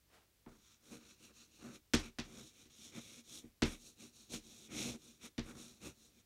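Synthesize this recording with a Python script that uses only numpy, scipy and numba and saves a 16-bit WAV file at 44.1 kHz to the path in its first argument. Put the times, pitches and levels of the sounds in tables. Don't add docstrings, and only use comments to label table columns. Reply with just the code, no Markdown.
import sys
import numpy as np
from scipy import signal
from scipy.fft import rfft, irfft
from scipy.io import wavfile
from scipy.ndimage import uniform_filter1d
from numba import njit

SR = 44100
rng = np.random.default_rng(int(sys.argv[2]) if len(sys.argv) > 2 else 0)


def transcribe(u):
    v = np.clip(np.atleast_2d(u).T, -1, 1)
    q = np.round(v * 32767).astype(np.int16)
    wavfile.write(sys.argv[1], SR, q)


N = 275625
ROOM_FADE_S = 0.26

# pitch_hz, width_hz, level_db
STICK_TONES = [(5830, 1110, 10.5), (6470, 960, 7.5)]
# pitch_hz, width_hz, level_db
DUST_BANDS = [(7880, 690, 3), (9060, 1300, 6.5), (12400, 5200, -3.5)]
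# full_speed_at_s, rise_s, hold_s, fall_s, scrape_db, shake_db, drag_db, rasp_db, dust_db, pitch_hz
CHALK_STROKES = [ (0.486, 0.0082, 0.04, 0.13, -74.5, 9.5, 3, -9, -6, 3850),
                 (0.677, 0.19, 0.061, 0.068, -68, -11.5, -11.5, -15, -12, 3800),
                 (.874, 0.09, 0.047, 0.056, -65.5, 1.5, -9, -12, -5.5, 3730),
                 (0.92, 0.025, 0.032, 0.073, -60.5, 6.5, -6, -6.5, -4.5, 4000),
                 (1.012, .03, 0.042, .05, -75.5, 7, 0, 0, -8, 4000),
                 (1.092, 0.14, 0.014, .1, -63, -7, -10.5, -9.5, -10, 4000),
                 (1.251, 0.1, 0, 0.1, -62, -1.5, -11, -5, -5, 4170),
                 (1.3, 0.041, 0.0092, 0.028, -76, 11.5, 4, -5, -8, 4000),
                 (1.372, 0.061, 0.056, 0.087, -63, -9, -13, -10, -10, 4170),
                 (1.558, 0.12, 0.1, .07, -67.5, -4, -18, -7.5, -8, 4090),
                 (1.648, 0.085, 0.028, 0.14, -64, 11, 1, -5.5, -6.5, 4100),
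                 (1.758, 0.087, 0, 0.038, -59.5, -0.5, -9, -7, -7.5, 3880),
                 (1.99, .01, 0.0079, 0.049, -54, 9.5, -3, -6, -6, 3620),
                 (2.046, .05, 0.016, 0.064, -58.5, 4, -5, 0, -8.5, 3930),
                 (2.242, 0.0089, 0.095, 0.16, -67, 7, -8, -6, -7, 3620),
                 (2.39, .11, 0.0016, 0.12, -57, 2.5, -10, -13, -7.5, 3700),
                 (2.478, 0.18, 0, 0.068, -60.5, -12, -19, -17, -8, 3880),
                 (2.61, 0.2, 0.015, .1, -64.5, -3.5, -15, -9, -7.5, 3750),
                 (2.707, 0.017, 0.064, .06, -66.5, -18, -18, -18, -10, 3660),
                 (2.844, .15, 0.022, 0.099, -56.5, -7, -18, -17.5, -8, 3600),
                 (2.971, 0.071, 0.016, 0.041, -55, 4.5, -8.5, -5.5, -9.5, 3600),
                 (3.017, 0.059, .18, 0.043, -59.5, -5, -16.5, -9.5, -6.5, 3740),
                 (3.346, 0.13, 0.037, 0.056, -52.5, -9, -18.5, -20, -6, 3750),
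                 (3.433, 0.025, .02, .1, -77, 13, -6.5, -1.5, -2, 3500),
                 (3.655, 0.012, 0, 0.066, -49, 8, -3.5, -3, -7, 3380),
                 (3.725, 0.11, 0.0035, 0.074, -55, 2.5, -10, -6, -3.5, 3700),
                 (3.876, 0.17, 0.0066, .085, -58, -7.5, -20, -16.5, -6, 4180),
                 (4.025, 0.079, 0.013, 0.11, -58, -2.5, -14.5, -9.5, -5.5, 3920),
                 (4.155, 0.048, 0.066, 0.14, -63, -8, -19, -16, -7, 4170),
                 (4.341, 0.058, 0.004, 0.073, -46, -0.5, -22, -12, -6, 3940),
                 (4.472, 0.084, 0.2, 0.027, -61, -4, -19, -15, -7, 3900),
                 (4.724, 0.053, 0.025, 0.043, -61.5, 12.5, -4, -0.5, -5, 3640),
                 (4.809, 0.12, 0.0049, 0.16, -43, -2.5, -17, -7, -8, 3850),
                 (4.884, 0.086, 0.0024, 0.11, -47.5, 4, -15, -10, -7, 3850),
                 (4.95, 0.037, 0.011, 0.021, -64, 10.5, -6, -8, -8, 3740),
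                 (5.058, 0.12, 0.027, 0.16, -62.5, -3, -15.5, -15, -6.5, 3950),
                 (5.259, 0.073, 0.00073, 0.043, -53, -2.5, -9, -7, -5.5, 3700),
                 (5.488, 0.095, 0.022, 0.058, -61.5, 9, -0.5, -4.5, -4.5, 3800),
                 (5.556, 0.024, 0.012, .06, -64.5, 10.5, -1, -15, -6, 3610),
                 (5.598, 0.056, 0.018, 0.26, -56.5, -3.5, -13, -15, -6, 3970),
                 (5.858, 0.067, 0.011, 0.081, -54, 5.5, -8, -6, -4.5, 3920),
                 (6.043, 0.16, 0.0087, 0.12, -66, -3.5, -16.5, -20, -6.5, 3930),
                 (6.203, 0.15, 0, 0.039, -71, 1.5, -16, -6.5, -6, 3740)]


def chalk_writing():
    narrowness = np.c_[[0.98, 0.88, 1.01, 0.94, 1.04]]
    power = np.zeros((5, N))
    for *timing, scrape_db, shake_db, drag_db, rasp_db, dust_db, _ in CHALK_STROKES:
        gains = undb(scrape_db) * undb(np.c_[[0, shake_db, drag_db, rasp_db, dust_db]])
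        power += (gains * swell(*timing) ** narrowness) ** 2
    stick_gain, shake_gain, drag_gain, rasp_gain, dust_gain = np.sqrt(power)
    strokes = np.array(CHALK_STROKES)
    pitch_hz = np.interp(np.arange(N) / SR, strokes[:, 0], strokes[:, -1])
    slip = judder(per_s=120, depth_db=0.78)
    force = grit(per_s=12000, spread_db=4) * slip
    low_tone = moving_resonance(force, pitch_hz, width_hz=1270)
    stick = unit(resonances(force, STICK_TONES) + undb(-2) * low_tone)
    rasp = moving_resonance(force, 0.637 * pitch_hz, width_hz=714)
    drag = resonances(force, [(1307, 770, 0)])
    fine_grit = cut(grit(per_s=12000, spread_db=4) * slip, 2, [6500, 13500], "band")
    dust = unit(sum(undb(db) * band(fine_grit, hz, width) for hz, width, db in DUST_BANDS))
    scrape = stick_gain * stick + dust_gain * dust + drag_gain * drag - rasp_gain * rasp
    return undb(-1.5) * scrape, board_shake(shake_gain)


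# pitch_hz, level_db, fade_s (time to fall by 60 dB)
BOARD_NOTES = [(31.5, -9, 0.31), (74.3, -10, 0.22), (137.3, -3, 0.11), (177.6, -10, 0.055), (234, 8, 0.083),
               (307.5, 3, 0.072), (373, -4.5, 0.11), (461.5, -6.5, 0.085), (532, -11.5, 0.059),
               (676, -14, 0.051), (803, -35, 0.15)]


def board_ring(push, gains=1):
    pitch_hz, level_db, fade_s = np.transpose(BOARD_NOTES)
    poles = np.exp((2j * np.pi * pitch_hz - np.log(1000) / fade_s) / SR)
    notes = [signal.lfilter([1], [1, -pole], push).imag for pole in poles]
    return (gains * undb(level_db)) @ np.array(notes)


def board_shake(strength):
    lumps = grit(per_s=2100, spread_db=1) * judder(per_s=29, depth_db=0.5)
    push = cut(lumps, 1, 140, "high")
    return board_ring(push * strength) / rms(board_ring(push))


def board_thud(samples):
    blow = np.zeros(samples)
    blow[:30] = np.hanning(30)
    spot_db = 1.2 * rng.standard_normal(len(BOARD_NOTES))
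    signs = (-1.) ** np.arange(len(BOARD_NOTES))
    thud = board_ring(blow, signs * undb(spot_db))
    thud *= 1 - np.exp(-np.arange(samples) / SR / 0.016)
    return thud / rms(thud[:SR // 30])


# pitch_hz, width_hz, level_db
CLICK_BANDS = [(1435, 9000, 14), (2600, 3700, 9.5), (5560, 800, 10.5), (8000, 420, -20)]
# delay_s, level_db
WALL_ECHOES = [(.0075, -17), (0.014, 2.5)]


def chalk_click(brightness_hz):
    t = np.arange(int(0.3 * SR)) / SR
    snap = np.exp(-t / 0.0016) * (1 - np.exp(-t / 0.0004))
    echoes = sum(undb(db) * np.exp(-np.abs(t - delay_s) / 0.0012) for delay_s, db in WALL_ECHOES)
    tail = undb(-9 - 60 * t / ROOM_FADE_S) + undb(-0.5) * np.exp(-t / 0.02)
    bursts = rng.standard_normal((3, len(t))) * np.array([snap, echoes, tail])
    bursts = sum(undb(db) * band(bursts, hz, width) for hz, width, db in CLICK_BANDS)
    tops_hz = np.clip(brightness_hz * np.array([2.4, 1.7, 1.1]), 300, 0.45 * SR)
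    click = sum(cut(burst, 3, hz, "low") for burst, hz in zip(bursts, tops_hz))
    return click / rms(click[:SR // 60])


# start_s, click_db, thud_db, brightness_hz
CHALK_TAPS = [(0.4626, -60, -55.5, 1030), (1.936, -30.5, -29, 5660), (2.186, -43, -43, 4460),
              (2.655, -70.5, -66.5, 6000), (2.699, -74, -73, 6000), (3.438, -89, -54.5, 1490),
              (3.621, -34.5, -30, 4030), (4.301, -74, -70, 6900), (4.334, -49, -50, 8000),
              (5.3804, -45.5, -38.5, 3960), (5.5933, -67, -58.5, 5500), (5.8156, -67, -73, 7000)]


def chalk_taps():
    clicks, thuds = np.zeros((2, N))
    for start_s, click_db, thud_db, brightness_hz in CHALK_TAPS:
        start = int(start_s * SR)
        click = chalk_click(brightness_hz)
        thud = board_thud(min(SR // 2, N - start))
        clicks[start:start + len(click)] += undb(click_db) * click
        thuds[start:start + len(thud)] += undb(thud_db) * thud
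    return clicks, thuds


def room_echo(sound):
    t = np.arange(int(0.3 * SR)) / SR
    tail = rng.standard_normal(len(t)) * undb(-60 * t / ROOM_FADE_S)
    reply = undb(-15) * tail / np.linalg.norm(tail)
    reply[0] = 1
    return signal.fftconvolve(sound, reply)[:N]


# loudest_at_s, rise_s, hold_s, fall_s, level_db
SLEEVE_MOVES = [(.138, .07, 0, .19, -64.5)]


def sleeve_rustle():
    rustle = band(grit(per_s=3200, spread_db=1.5), hz=590, width_hz=1500)
    rustle *= judder(per_s=36, depth_db=-2.5)
    return sum(undb(db) * swell(*timing) for *timing, db in SLEEVE_MOVES) * unit(rustle)


# pitch_hz, relative_level_db
HISS_SHAPE = [(25, -8.5), (60, 7.5), (114, -6), (400, -9), (800, -17.5), (2000, -17), (5000, -16.5),
              (10000, -20), (16000, -18.5)]


def recorder_hiss():
    pitch_hz, level_db = np.transpose(HISS_SHAPE)
    all_hz = np.arange(N // 2 + 1) * SR / N + 1
    gains = undb(np.interp(np.log(all_hz), np.log(pitch_hz), level_db))
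    return undb(-73.5) * unit(irfft(rfft(rng.standard_normal(N)) * gains, N))


# pitch_hz, level_db
HUM_TONES = [(50, -92), (100, -85), (150, -90), (200, -93)]


def mains_hum():
    t = np.arange(N) / SR
    return sum(undb(db) * np.sqrt(2) * np.sin(2 * np.pi * hz * t) for hz, db in HUM_TONES)


def grit(per_s, spread_db):
    hits = rng.random(N) < per_s / SR
    sizes = np.minimum(rng.exponential(size=N), 4)
    return hits * rng.choice([-1., 1.], N) * undb(spread_db * sizes)


def judder(per_s, depth_db):
    step = int(SR / per_s)
    jumps = np.repeat(rng.standard_normal(N // step + 1), step)
    return undb(depth_db * uniform_filter1d(jumps, step // 2)[:N])


def swell(full_at_s, rise_s, hold_s, fall_s):
    t = np.arange(N) / SR - full_at_s
    up, down = np.clip([1 + t / rise_s, 1 - (t - hold_s) / fall_s], 0, 1)
    return up ** 1.43 * down ** 1.87


def resonances(x, tones):
    return unit(sum(undb(db) * band(band(x, hz, width), hz, width) for hz, width, db in tones))


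def moving_resonance(x, hz, width_hz):
    return unit(moving_band(moving_band(x, hz, width_hz), hz, width_hz))


@njit
def moving_band(x, hz, width_hz):
    y = np.empty(len(x))
    band_state, low_state = 0., 0.
    for i in range(len(x)):
        tuning = np.tan(np.pi * hz[i] / SR)
        damping = width_hz / hz[i]
        swing = (band_state + tuning * (x[i] - low_state)) / (1 + tuning * (tuning + damping))
        band_state = 2 * swing - band_state
        low_state += 2 * tuning * swing
        y[i] = damping * swing
    return y


def band(x, hz, width_hz):
    return signal.lfilter(*signal.iirpeak(hz, hz / width_hz, fs=SR), x)


def cut(x, steepness, hz, keep):
    return signal.lfilter(*signal.butter(steepness, hz, keep, fs=SR), x)


def undb(db):
    return 10 ** (np.asarray(db) / 20)


def rms(x):
    return np.sqrt(np.mean(x ** 2))


def unit(x):
    return x / rms(x)


def scene():
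    scrape, shake = chalk_writing()
    clicks, thuds = chalk_taps()
    mix = room_echo(scrape) + clicks + shake + thuds + sleeve_rustle() + recorder_hiss() + mains_hum()
    side = undb(-45.5) * mix
    return np.array([mix - side, mix + side])


def record(dry):
    thinned = cut(dry, 1, hz=30, keep="high")
    treble_cut = signal.ellip(10, 0.2, 70, 15750, fs=SR, output="sos")
    return signal.sosfilt(treble_cut, thinned)


dry = scene()
out = record(dry)
transcribe(out)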